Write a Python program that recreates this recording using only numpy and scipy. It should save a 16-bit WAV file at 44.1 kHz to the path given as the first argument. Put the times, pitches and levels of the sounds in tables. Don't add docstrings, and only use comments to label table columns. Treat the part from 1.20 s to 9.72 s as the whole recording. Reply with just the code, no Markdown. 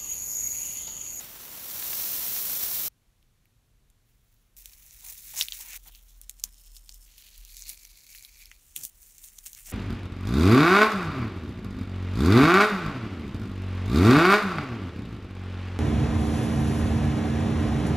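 import sys
import numpy as np
from scipy import signal
from scipy.fft import rfft, irfft, next_fast_len
from scipy.io import wavfile
from scipy.ndimage import uniform_filter1d

SR = 44100
rng = np.random.default_rng(int(sys.argv[2]) if len(sys.argv) > 2 else 0)


def master(y):
    cut = np.clip(np.atleast_2d(y).T, -1, 1)
    pcm = np.round(cut * 32767)
    wavfile.write(sys.argv[1], SR, pcm.astype(np.int16))


N = 375732


def amp(db):
    return 10 ** (np.asarray(db) / 20)


def unit_rms(x):
    return x / np.sqrt(np.mean(x ** 2) + 1e-20)


def place(mix, start_s, sound):
    part = mix[round(start_s * SR):][:len(sound)]
    part += sound[:len(part)]


def equalise(x, curve):
    curve_hz, curve_db = np.transpose(curve)
    size = next_fast_len(len(x), True)
    hz = np.fft.rfftfreq(size, 1 / SR)
    gain = amp(np.interp(np.log(hz + 1), np.log(curve_hz + 1), curve_db, left=-90))
    return unit_rms(irfft(rfft(x, size) * gain, size)[:len(x)])


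def wander(length, smooth_s):
    width = max(round(smooth_s * SR), 2)
    return unit_rms(uniform_filter1d(uniform_filter1d(rng.standard_normal(length), width), width))


def ring(x, hz, width_hz):
    r = np.exp(-np.pi * width_hz / SR)
    return unit_rms(signal.lfilter([1, 0, -1], [1, -2 * r * np.cos(2 * np.pi * hz / SR), r * r], x))


# (frequency [Hz], relative level [dB])
ROOM_EQ = [(15, -7.5), (28, 3), (45, 4), (62, -6.5), (110, -13), (230, -20.5), (480, -29), (3700, -31),
           (13300, -35.5), (15700, -41)]


def room_tone(level_db=-65):
    return amp(level_db) * equalise(rng.standard_normal(N), ROOM_EQ)


# (time [s], level [dB])
RUMBLE_RIDE = [(1.7, -72), (3.3, -73), (3.45, -76), (4.2, -67.5), (4.4, -81), (7.7, -86.5), (8.52, -74)]


def rumble():
    times, db = np.transpose(RUMBLE_RIDE)
    fader = amp(np.interp(np.arange(N) / SR, times, db))
    return fader * ring(rng.standard_normal(N), hz=111, width_hz=27)


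# (frequency [Hz], relative level [dB])
HISS_EQ = [(900, -21.5), (2200, -18), (4400, -8), (5200, -6.5), (5800, -4), (6500, -7.5), (7200, -6),
           (8000, -8), (9200, -6), (10600, -7.5), (11300, -2.5), (12300, -2), (12900, 1.5), (14200, 0),
           (14600, 4), (15700, 1.5)]
# (frequency [Hz], relative level [dB])
ROAR_EQ = [(18, -48), (30, -15), (54, 3), (187, 1.5), (2500, -2), (3800, -3), (6500, -26)]


def spray_can(mix, approach_s=.49, swell_s=.12, stop_s=1.68):
    t = np.arange(2 * SR) / SR
    near = (1 + np.tanh((t - approach_s) / swell_s / 2)) / 2
    flutter = amp(.8 * wander(len(t), .004) + .3 * wander(len(t), .03))
    grit = amp(2.8 * wander(len(t), .0001))
    hiss = amp(-39.5 + 13 * near) * equalise(grit * rng.standard_normal(len(t)), HISS_EQ)
    top = signal.sosfiltfilt(signal.butter(2, 11000, "high", fs=SR, output="sos"), hiss)
    hiss = hiss - (1 - amp(-4 * (1 - near))) * top
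    roar = amp(-53 + 6 * near) * equalise(grit * rng.standard_normal(len(t)), ROAR_EQ)
    attack = amp(5 * np.exp(-t / .035))
    gate = amp(-3500 * np.maximum(t - stop_s, 0))
    place(mix, 0, attack * flutter * gate * (hiss + roar))


# (time [s], peak level [dB])
NOZZLE_SPITS = [(0.623, -20), (0.729, -19), (0.798, -23.5), (1.065, -24.5), (1.163, -20.5)]


def nozzle_spits(mix):
    pop = ring(signal.windows.hann(256) ** 3000, hz=1000, width_hz=6000)
    for time_s, db in NOZZLE_SPITS:
        place(mix, time_s, amp(db) * pop / abs(pop).max())


# (time [s], body peak [dB], body pitch [Hz], treble against body [dB])
CRACKS = [(2.0277, -53, 2970, 1), (2.256, -56, 2260, 8.5), (2.7013, -49, 7560, -2),
          (3.4579, -30.5, 6800, 4), (3.535, -41, 4530, -8), (3.709, -35, 6000, -7), (3.893, -40, 2450, 3),
          (4.192, -15, 6400, -2), (4.2112, -6, 3840, -15), (4.2148, -16, 4170, -10),
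          (4.2235, -12, 4600, -12), (4.2847, -19, 3760, 0), (4.3223, -16.5, 3340, -26),
          (4.486, -30, 6600, -1), (4.6846, -40, 3660, 6), (4.7497, -34.5, 3560, -4),
          (5.0149, -33.5, 8300, 3.5), (5.096, -24, 7500, 7.5), (5.111, -38, 7900, 0),
          (5.1977, -35, 7000, 5), (5.2045, -39, 7580, -20), (5.2391, -11.5, 7150, 4),
          (5.344, -40.5, 6700, -10), (5.567, -32.5, 5400, -19), (5.693, -27.5, 5170, -5),
          (5.744, -44.5, 6680, 14), (5.9809, -37.5, 5095, 4.5), (6.161, -39, 6710, 2),
          (6.1789, -37, 5200, 7.5), (6.2507, -41, 6050, 11), (6.3203, -45, 4335, 0), (6.3684, -31, 6280, 4),
          (6.4223, -24, 6500, -15), (6.4912, -30.5, 7500, 4.5), (6.494, -27, 7900, 8),
          (6.576, -35, 6530, -10), (6.6512, -29, 5890, 0), (6.9496, -33.5, 2280, 3), (6.9837, -36, 4170, 2),
          (7.026, -31, 6340, -14), (7.049, -30, 4540, 2), (7.257, -31.5, 4500, 0),
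          (7.3152, -31.5, 2253, -10), (7.5628, -22, 3220, 10), (7.5698, -26, 7560, -7),
          (7.613, -31, 7770, -3), (7.6515, -21.5, 7700, 6), (7.83, -36, 6465, -5), (7.9824, -35, 7210, 2),
          (8.0399, -33, 6440, -15), (8.086, -33.5, 6500, -9), (8.1848, -30.5, 6940, -12),
          (8.1877, -25.5, 6900, -3), (8.2621, -23, 6780, -22), (8.268, -24, 6900, -18),
          (8.2734, -28.5, 7170, -8), (8.332, -31.5, 6300, 5), (8.3495, -30, 6300, 0),
          (8.458, -42, 6160, -2)]


def cracks(mix, creep_s=.005):
    t = np.arange(2048) / SR - creep_s
    creep = .1 * amp(60 * np.minimum(t, 0) / .007)
    snap = amp(-60 * abs(t) / .0017)
    scatter = .04 * amp(-60 * abs(t) / .065)
    envelope = np.where(t < 0, creep, snap + scatter)
    low_cut = signal.butter(2, 1700, "high", fs=SR)
    for time_s, db, hz, treble_db in CRACKS:
        burst = envelope * rng.standard_normal(len(t))
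        pitched = ring(ring(burst, hz, .7 * hz), hz, .5 * hz)
        broad = ring(ring(burst, 3600, 6000), 3600, 6000)
        frame_knock = ring(burst, 1100, 910)
        body = signal.lfilter(*low_cut, pitched + .4 * broad) + .062 * frame_knock
        treble = ring(ring(burst, 15700, 11500), 7600, 13500)
        crack = body / abs(body).max() + amp(treble_db) * treble / abs(treble).max()
        place(mix, time_s - creep_s, amp(db) * crack)


# (peak time [s], rise [s], fall [s], crackle level [dB], frame ring level [dB])
HAND_TUGS = [(2.903, .1, .15, -73.5, -79.5), (3.148, 0.27, .2, -70, -94), (3.37, 0.055, 0.24, -49.5, -71),
             (3.53, 0.45, 0.053, -55, -69), (3.89, 0.1, 0.25, -39.5, -59), (4.2, 0.097, 0.069, -26.5, -42),
             (4.41, 0.024, 0.04, -37.5, -50), (4.545, 0.25, 0.23, -40, -49),
             (4.677, 0.11, 0.043, -48.5, -63), (4.751, 0.1, 0.086, -54.5, -60),
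             (4.89, 0.046, 0.15, -59.5, -69.5), (5.04, 0.026, 0.024, -55, -74), (5.2, .05, 0.018, -59, -72),
             (5.245, .01, 0.12, -57, -70), (5.468, 0.2, 0.1, -54, -78), (5.569, 0.062, 0.042, -51, -81),
             (5.723, 0.068, 0.077, -52.5, -78), (6.05, 0.47, 0.67, -54.5, -60.5),
             (6.39, 0.097, 0.14, -47.5, -75), (6.495, 0.095, 0.077, -41.5, -54),
             (6.645, 0.041, 0.066, -54, -61), (6.956, 0.26, 0.31, -50, -59.5),
             (7.21, 0.11, 0.15, -53.5, -57.5), (7.567, 0.023, 0.13, -40, -58),
             (7.636, 0.0062, 0.045, -32.5, -59), (7.825, 0.045, 0.2, -50.5, -73),
             (8.062, 0.13, 0.065, -46, -63.5), (8.266, 0.023, 0.039, -41, -55),
             (8.376, 0.03, 0.077, -47, -56.5), (8.459, 0.005, 1, -45, -56)]


def hand_effort(t, from_db, to_db, frame_db, tug_depth_db=20):
    steady_db = np.linspace(from_db, to_db, len(t))
    power = amp([steady_db, steady_db + frame_db]) ** 2
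    for peak_s, rise_s, fall_s, *levels_db in HAND_TUGS:
        if t[0] <= peak_s <= t[-1] + 1 / SR:
            off_peak = np.maximum((peak_s - t) / rise_s, (t - peak_s) / fall_s)
            power = power + amp(np.c_[levels_db] - tug_depth_db * off_peak) ** 2
    return np.sqrt(power)


# (low edge [Hz], high edge [Hz])
TAPE_BANDS = [(1000, 5000), (5000, 8400), (8400, 18000)]


def glue_crackle(eq, start_s, end_s, from_db, to_db, frame_db, frame_hz, width_hz, fizz):
    t = np.arange(start_s, end_s, 1 / SR)
    crackle_gain, frame_gain = hand_effort(t, from_db, to_db, frame_db)
    clumps = amp(2.4 * wander(len(t), .0052))
    breaks = rng.random(len(t)) < 800 * clumps / SR
    grains = breaks * amp(3.5 * np.minimum(rng.exponential(1, len(t)), 2.6))
    sends = amp(3.5 * rng.standard_normal((4, len(t))))
    decay = amp(-60 * np.arange(256) / SR / .002)
    energy = signal.oaconvolve((grains * sends) ** 2, decay[None] ** 2, axes=1)[:, :len(t)]
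    shaking = unit_rms(energy.clip(0) ** .5)
    drive = (fizz * clumps ** .5 + shaking) * rng.standard_normal(sends.shape)
    strip = 0
    for band_drive, edges_hz in zip(drive, TAPE_BANDS):
        twist = amp(1.6 * wander(len(t), .03))
        strip = strip + twist * signal.lfilter(*signal.butter(2, edges_hz, "band", fs=SR), band_drive)
    tape = crackle_gain * equalise(strip, eq)
    metal = frame_gain * ring(ring(drive[-1], frame_hz, width_hz), frame_hz, 1700)
    return (tape + metal) * signal.windows.tukey(len(t), .004)


# (frequency [Hz], relative level [dB])
TAPE_EQS = [
    [(1650, -51.5), (2950, -21), (3650, -6), (4450, -7), (6300, -2), (8300, -3.5), (9730, -1), (11900, -4),
     (13400, 1), (15600, 1)],
    [(1650, -41), (2800, -8), (4700, -6), (5250, 4.5), (5900, -4), (6800, -1.5), (9700, 0.5), (11300, -10),
     (14100, 0.5), (15650, -9)],
    [(1650, -18), (2800, -11), (3400, -4.5), (4380, 4.5), (5430, -0.5), (6410, 1.5), (8550, -1.5),
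     (9590, -1.5), (12800, -0.5), (15600, -1)],
    [(1650, -40.5), (2800, -22), (4910, -8), (6550, -2.5), (8550, 0), (9250, 1), (11400, -8), (13800, -0.5),
     (15600, -4)],
]
# (start [s], end [s], crackle at start [dB], crackle at end [dB],
# frame ring against crackle [dB], frame pitch [Hz], ring width [Hz], smooth fizz against grains [ratio])
STRETCHES = [(2.8, 3.361, -93, -80, -6, 2220, 2700, 1.2), (3.365, 4.33, -59.5, -46, -14, 2236, 1550, 1.24),
             (4.331, 4.577, -38.5, -65, -15, 2260, 1500, 1.5),
             (4.578, 4.997, -65, -66, -22, 3100, 1500, 0.71),
             (4.999, 5.857, -68.5, -59.5, -28, 2370, 3370, 0.51),
             (5.855, 6.291, -70, -59, -22, 2740, 3020, 0.93),
             (6.289, 7.4, -52, -62, -13.5, 2290, 380, 0.74), (7.395, 7.7, -61.5, -60, -14, 2600, 2180, 1.5),
             (7.697, 8.53, -63.5, -52, -15.5, 2180, 2220, 1.24)]


def tape_peeling(mix):
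    colours = [0, 0, 0, 0, 1, 2, 2, 3, 3]
    for colour, (start_s, *settings) in zip(colours, STRETCHES):
        place(mix, start_s, glue_crackle(TAPE_EQS[colour], start_s, *settings))


# (time [s], pitch [Hz], level [dB])
HUM_RIDE = [(3.37, 40.56, -60), (4.49, 39.8, -62.5), (4.62, 40, -55.5), (6.53, 38.42, -56),
            (6.7, 36.84, -68.5), (7.299, 36.83, -59.5), (7.43, 31.7, -73), (8.1, 31.3, -64),
            (8.52, 33.4, -55.5)]


def room_hum(mix):
    times, hz, db = np.transpose(HUM_RIDE)
    t = np.arange(times[0], N / SR, 1 / SR)
    pitch_hz = np.interp(t, times, hz) * (1 + .021 * wander(len(t), .088))
    waver = amp(3.2 * wander(len(t), .074))
    tone = np.sqrt(2) * np.sin(2 * np.pi * np.cumsum(pitch_hz) / SR) * waver
    skirt = equalise(rng.standard_normal(len(t)), [(18, -20), (30, -2.5), (60, 15), (130, -14)])
    hum = amp(np.interp(t, times, db)) * tone + amp(-67) * skirt
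    fade_in = np.minimum((t - times[0]) / .013, 1)
    place(mix, times[0], fade_in * hum)


# (time [s], length [s], puff level [dB], creak pitch [Hz], creak level [dB],
# thump level [dB])
HAND_RUSTLES = [(3.803, 0.14, -69, 940, -67.5, -102), (4.126, 0.1, -63, 820, -56.5, -69),
                (4.358, 0.25, -62, 897, -67, -80), (4.648, 0.059, -57.5, 900, -68.5, -69),
                (5.237, 0.06, -61, 884, -78, -69), (6.45, 0.11, -62, 876, -81, -74),
                (7.552, 0.12, -61, 870, -80, -61.5), (8.457, 0.16, -51, 690, -64, -75)]


def hand_rustles(mix):
    puff_eq = [(120, -9), (300, -4.5), (700, -23), (1800, -6), (3000, -11)]
    for time_s, length_s, puff_db, creak_hz, creak_db, thump_db in HAND_RUSTLES:
        n = round(length_s * SR)
        puff = equalise(rng.standard_normal(n), puff_eq)
        lumps = amp(3.5 * wander(n, .005))
        steady_creak = ring(rng.standard_normal(2 * n), creak_hz, width_hz=280)
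        speed = (1 + .098 * wander(n, .0142)).clip(.5, 2)
        creak = lumps * np.interp(np.cumsum(speed), np.arange(2 * n), steady_creak)
        thump = ring(rng.standard_normal(n), hz=87, width_hz=82)
        rustle = amp(puff_db) * puff + amp(creak_db) * creak + amp(thump_db) * thump
        place(mix, time_s, rustle * signal.windows.tukey(n, .45))


def scene():
    mix = room_tone() + rumble()
    for add_layer in (spray_can, nozzle_spits, cracks, tape_peeling, room_hum, hand_rustles):
        add_layer(mix)
    return np.array([mix, mix])


# (centre [Hz], width [Hz], gain [dB])
HOUSING_NOTCHES = [(4950, 330, -5), (8350, 520, -5)]


def record(dry):
    out = dry
    for hz, width_hz, db in HOUSING_NOTCHES:
        b, a = signal.iirpeak(hz, hz / width_hz, SR)
        out = out - (1 - amp(db)) * signal.lfilter(b, a, out)
    high_cut = signal.firwin(1279, 15715, window=("kaiser", 10), fs=SR)
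    return signal.oaconvolve(out, high_cut[None], "same")


dry = scene()
out = record(dry)
master(out)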